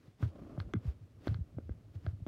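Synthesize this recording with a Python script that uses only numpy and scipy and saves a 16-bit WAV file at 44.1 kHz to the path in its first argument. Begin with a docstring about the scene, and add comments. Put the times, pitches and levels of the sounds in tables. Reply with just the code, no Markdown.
"""A finger presses the bubbles of a silicone fidget toy lying on a play table in a small room.
Each pop is a short sine sinking in pitch with a brief overtone; wall snaps and frame clicks are damped modes.
The presses thump the table top, which answers with low, dull swells sinking in pitch, and trembles as low noise.
Skin and a sleeve rub softly over the rubber as coloured noise of uneven level.
A short diffuse tail and a low noise floor make up the room."""
import sys
import numpy as np
from scipy import signal
from scipy.fft import rfft, irfft
from scipy.io import wavfile

SR = 44100
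rng = np.random.default_rng(int(sys.argv[2]) if len(sys.argv) > 2 else 0)


def pcm_store(signal):
    """Save signal as 16-bit PCM."""
    levels = np.round(np.clip(np.atleast_2d(signal), -1, 1) * 32767)
    wavfile.write(sys.argv[1], SR, levels.astype(np.int16).T)


N = 100107
T = np.arange(N) / SR  # time [s]


def from_db(db):
    """Decibels to gain."""
    return 10 ** (np.asarray(db) / 20)


def rms_one(x):
    """Scale to rms 1."""
    return x / np.sqrt(np.mean(x ** 2) + 1e-20)


def add(out, start_s, sound):
    """Mix a sound in at its start time, cut at the end of the scene."""
    start = int(start_s * SR)
    out[start:start + len(sound)] += sound[:max(N - start, 0)]


def low_pass(x, hz, order=2):
    """Butterworth low-pass."""
    sections = signal.butter(order, min(hz, SR / 2 - 1), fs=SR, output="sos")
    return signal.sosfilt(sections, x)


def high_pass(x, hz, order=2):
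    """Butterworth high-pass."""
    sections = signal.butter(order, hz, "high", fs=SR, output="sos")
    return signal.sosfilt(sections, x)


def noise(colour):
    """Random noise shaped to a spectrum, fading below its lowest point, rms 1."""
    hz, db = np.transpose(colour)
    bins_hz = np.maximum(np.arange(N // 2 + 1) * SR / N, 1)
    gain = from_db(np.interp(np.log(bins_hz), np.log(hz), db))
    gain *= np.minimum(bins_hz / hz[0], 1) ** 2
    spectrum = rfft(rng.standard_normal(N)) * gain
    return rms_one(irfft(spectrum, N))


def flicker(rate_hz):
    """Random wobble below a rate, spread 1."""
    wobble = low_pass(rng.standard_normal(N + SR), rate_hz)
    return rms_one(wobble[SR:])  # the filter has settled after a second


def falling_tone(t, hz, glide, glide_s):
    """A sine that starts sharp by the share glide and sinks to its pitch."""
    return np.sin(2 * np.pi * hz * (t + glide * glide_s * (1 - np.exp(-t / glide_s))))


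def struck(hits, modes, top_order):
    """Each hit rings the damped modes with slightly different strengths, under its own brightness edge."""
    low_modes_below_hz = 1790
    out, t = np.zeros(N), T[:SR // 16]
    for start_s, db, top_hz, low_db in hits:
        ring = np.zeros(len(t))
        for k, (hz, mode_db, t60_s) in enumerate(modes):
            lift_db = low_db / (1 + (hz / low_modes_below_hz) ** 2)
            weight = from_db(mode_db + rng.standard_normal() + lift_db)
            decay = np.exp(-np.log(1000) * t / t60_s)
            sign = (-1) ** k  # neighbouring modes start in opposite directions
            ring += sign * weight * decay * np.sin(2 * np.pi * hz * t)
        add(out, start_s, from_db(db) * low_pass(ring, top_hz, order=top_order))
    return out


def room_floor():
    """The low hush of the room is steady noise, weak in the treble."""
    # hush spectrum: (frequency [Hz], relative density [dB])
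    floor_colour = [(25, -13.5), (50, -1), (75, -4.5), (105, 3), (150, -8.5), (210, -12), (400, -14.5),
                    (900, -28.5), (2000, -30), (5000, -36), (8000, -41.5), (15000, -47.5)]
    return from_db(-65) * noise(floor_colour)


def rubbing():
    """Short grainy swishes of skin, and a duller sleeve that drags along in uneven scrapes."""
    # skin slides on the rubber: (middle [s], level [dB], half length [s])
    rubs = [(0.056, -65, 0.043), (0.233, -51.5, 0.022), (0.29, -60.5, 0.014), (0.605, -55.5, 0.014),
            (0.876, -56.5, 0.035), (1.034, -71.5, 0.014), (1.274, -58, 0.0092), (1.292, -55, 0.046),
            (1.955, -62.5, .013), (2.067, -61.5, 0.04)]
    # sleeve level over time: (time [s], level [dB])
    sleeve_level = [(0, -107), (.2, -110), (.33, -57), (.39, -55), (.55, -54), (.68, -56.5), (.78, -61),
                    (1.05, -73), (1.2, -67), (2.27, -69)]
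    # spectra of skin, sleeve and scrapes: (frequency [Hz], relative density [dB])
    rub_colour = [(150, 7), (300, 12), (650, -0.5), (920, -4), (1350, -6), (2800, -11.5), (5000, -16.5),
                  (7500, -25.5), (15000, -31)]
    sleeve_colour = [(60, 1.5), (120, 3), (280, 8.5), (420, -1), (600, -11), (880, -19.5), (1250, -24.5),
                     (2500, -27.5), (5000, -37), (15000, -48.5)]
    scrape_colour = [(250, -17), (450, 3), (620, 9.5), (880, -6), (1220, 0.5), (1900, -19), (5000, -28),
                     (15000, -64)]
    rub_rough_db, sleeve_rough_db, scrape_rough_db = 1.5, 2, 2.5
    scrape_db = -10  # against the sleeve

    swishes = np.zeros(N)
    for middle_s, db, half_s in rubs:
        swishes += from_db(db) * np.exp(-0.5 * ((T - middle_s) / half_s) ** 2)
    skin = swishes * from_db(rub_rough_db * flicker(120)) * noise(rub_colour)

    sleeve_db = np.interp(T, *np.transpose(sleeve_level)) + sleeve_rough_db * flicker(42)
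    scrapes = from_db(scrape_db + scrape_rough_db * flicker(70)) * noise(scrape_colour)
    sleeve = from_db(sleeve_db) * (noise(sleeve_colour) + scrapes)
    return skin + sleeve


def thumps():
    """The table top swells and dies within a few cycles, its higher bending waves arriving first."""
    # the table top is pushed or let go: (time [s], level [dB], settled pitch [Hz], swell time [s])
    table_pushes = [(0.077, -47, 108, 0.0072), (0.202, -43.5, 145, .008), (.2240, -22.5, 91.8, 0.012),
                    (0.2506, -28, 96, 0.013), (0.279, -42, 79, 0.014), (0.416, -43, 97, 0.0047),
                    (0.577, -29.5, 102, 0.0082), (0.595, -32, 88.6, 0.015), (.640, -40.5, 63.3, 0.019),
                    (0.671, -44, 100, 0.0073), (0.745, -26.5, 147.5, 0.0066), (0.7565, -27, 96.7, 0.013),
                    (0.8492, -32.5, 110, 0.011), (0.8684, -26.5, 69.2, 0.017), (1.009, -45.5, 96.8, 0.018),
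                    (1.151, -55, 109.5, 0.026), (1.28, -26, 85.2, 0.016), (1.31, -25, 96, 0.011),
                    (1.344, -31, 91.5, .014), (1.386, -33, 98.7, 0.0071), (1.4029, -29.5, 71.4, 0.011),
                    (1.539, -43.5, 117, 0.012), (1.567, -32.5, 88, 0.0081), (1.605, -42, 90.9, 0.036),
                    (1.641, -38.5, 86.4, 0.028), (1.6994, -30.5, 68.8, 0.012), (1.746, -47.5, 95, 0.0082),
                    (1.815, -58.5, 100.8, 0.034), (1.9499, -34.5, 92.8, 0.016), (2.044, -39, 102.6, 0.0081),
                    (2.0674, -26.5, 84.3, 0.014), (2.102, -45, 101.7, 0.012), (2.1269, -35, 90, 0.012),
                    (2.156, -46.5, 86, 0.014), (2.203, -50, 132.5, 0.0061), (2.2178, -34, 83, 0.0081)]
    glide, glide_s, shape = 1, 0.0061, 2.65  # starts an octave up; a higher shape narrows the swell
    out, t = np.zeros(N), T[:SR // 4]
    for start_s, db, hz, swell_s in table_pushes:
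        envelope = (t / swell_s * np.exp(1 - t / swell_s)) ** shape
        add(out, start_s, from_db(db) * envelope * falling_tone(t, hz, glide, glide_s))
    return out


def pops():
    """A flipping dome gives a few cycles that fall in pitch and die at once, with a brief overtone."""
    # a bubble flips over: (time [s], level [dB], settled pitch [Hz], decay [s], overtone level [dB])
    flips = [(0.2043, -57, 245, .006, -16), (0.2263, -34, 254, 0.0067, 1), (0.355, -57, 273, 0.009, 9),
             (.5765, -38, 275, 0.0067, 5.5), (0.7388, -26, 290, 0.0091, -25),
             (1.2723, -18.5, 248, 0.0026, -8), (1.5850, -24, 236, 0.0022, -11),
             (1.6935, -26, 216, 0.002, -17), (2.0651, -29.5, 293, 0.0017, -4),
             (2.2014, -60, 303, 0.0015, 3), (2.2655, -27, 245, 0.004, -7.5)]
    glide, glide_s, attack_s = 0.32, 0.0047, 0.00073
    overtone_ratio, overtone_decay_s = 2.14, 0.0025
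    out, t = np.zeros(N), T[:SR // 8]
    attack = 1 - np.exp(-t / attack_s)
    for start_s, db, hz, decay_s, overtone_db in flips:
        tone = np.exp(-t / decay_s) * falling_tone(t, hz, glide, glide_s)
        overtone = np.exp(-t / overtone_decay_s) * np.sin(2 * np.pi * hz * overtone_ratio * t)
        add(out, start_s, from_db(db) * attack * (tone + from_db(overtone_db) * overtone))
    return out


def snaps():
    """Bubble walls snap through and ring, with thin bright noise ticks on two of the pops."""
    # the rubber wall snaps: (time [s], level [dB], brightness edge [Hz], lift of the low modes [dB])
    wall_snaps = [(0.2275, -41, 3240, 3.5), (0.2346, -54.5, 2500, 15.5), (0.5774, -52, 1090, 10),
                  (0.7366, -28.5, 7550, -4.5), (0.989, -80, 8800, -10), (1.2715, -32.5, 4660, -15.5),
                  (1.5850, -54, 2000, 3.5), (1.6933, -48.5, 2100, -1), (1.7207, -53, 4000, -21),
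                  (2.2650, -34.5, 3000, -26)]
    # modes of a bubble wall: (frequency [Hz], level [dB], t60 [s])
    wall_modes = [(556, -0.5, 0.0043), (1210, -14.5, 0.022), (1213, 3.5, 0.0098), (1590, -3, 0.018),
                  (2057, -7, 0.015), (3400, -9.5, 0.0097), (6060, -14.5, 0.0058), (8400, -20, 0.0021)]
    # bright ticks: (time [s], level [dB])
    tick_hits = [(0.738, -57), (1.2723, -56)]
    tick_decay_s, tick_low_hz = 0.00056, 8500
    out, t = struck(wall_snaps, wall_modes, top_order=2), T[:SR // 100]
    for start_s, db in tick_hits:
        burst = rng.standard_normal(len(t)) * np.exp(-t / tick_decay_s)
        add(out, start_s, from_db(db) * high_pass(burst, tick_low_hz))
    return out


def tremble():
    """The table top trembles under the resting hand: low noise that fades in and stays."""
    # tremble spectrum: (frequency [Hz], relative density [dB])
    tremble_colour = [(50, -6), (80, 1), (105, -1), (145, -10), (210, -12), (400, -30.5), (2000, -58)]
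    from_s, fade_s = 0.26, 0.079
    fade_in = np.clip((T - from_s) / fade_s, 0, 1)
    return from_db(-59) * fade_in * noise(tremble_colour)


def clicks():
    """The frame taps the table: small dry clicks of damped modes with no top."""
    # the toy taps the table: (time [s], level [dB], brightness edge [Hz], lift of the low modes [dB])
    taps = [(.6012, -31, 5050, -5), (1.2762, -33.5, 4800, -20), (1.2795, -35, 4530, 1.5),
            (1.3438, -35.5, 4700, -5.5), (2.0645, -40.5, 4770, 8)]
    # modes of the toy's frame: (frequency [Hz], level [dB], t60 [s])
    frame_modes = [(610, -12, 0.0091), (1304, -0.5, 0.0088), (1610, -6, 0.019), (2080, -12, 0.011),
                   (3240, -10, 0.0062), (4300, -5, 0.0052)]
    return low_pass(struck(taps, frame_modes, top_order=2), 5700, order=8)


def room(x):
    """The small room answers with a short, dull, diffuse tail of decaying noise and little bass."""
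    t60_s, level_db, delay_s = 0.1, -15, 0.014
    top_hz, low_hz = 3460, 131
    t = T[:SR // 2]
    tail = low_pass(rng.standard_normal(len(t)), top_hz)
    tail *= np.exp(-np.log(1000) * t / t60_s) * (t > delay_s)
    tail *= np.sqrt(2 * top_hz / SR / np.sum(tail ** 2))  # about unit power gain below the top
    reverb = from_db(level_db) * signal.fftconvolve(x, tail)[:N]
    return high_pass(reverb, low_hz)


def scene():
    """Toy and table close by with their room tail, over rubbing, tremble and the low hush of the room."""
    toy = pops() + snaps() + clicks() + thumps()
    mix = toy + room(toy) + rubbing() + tremble() + room_floor()
    return mix[None]  # one channel


def record(dry):
    """The microphone drops the deepest bass; a steep filter cuts the top."""
    without_rumble = high_pass(dry, 25.3, order=4)
    top_cut = signal.ellip(10, 0.1, 70, 15800, fs=SR, output="sos")  # ripple [dB], rejection [dB], edge [Hz]
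    return signal.sosfilt(top_cut, without_rumble)


dry = scene()
out = record(dry)
pcm_store(out)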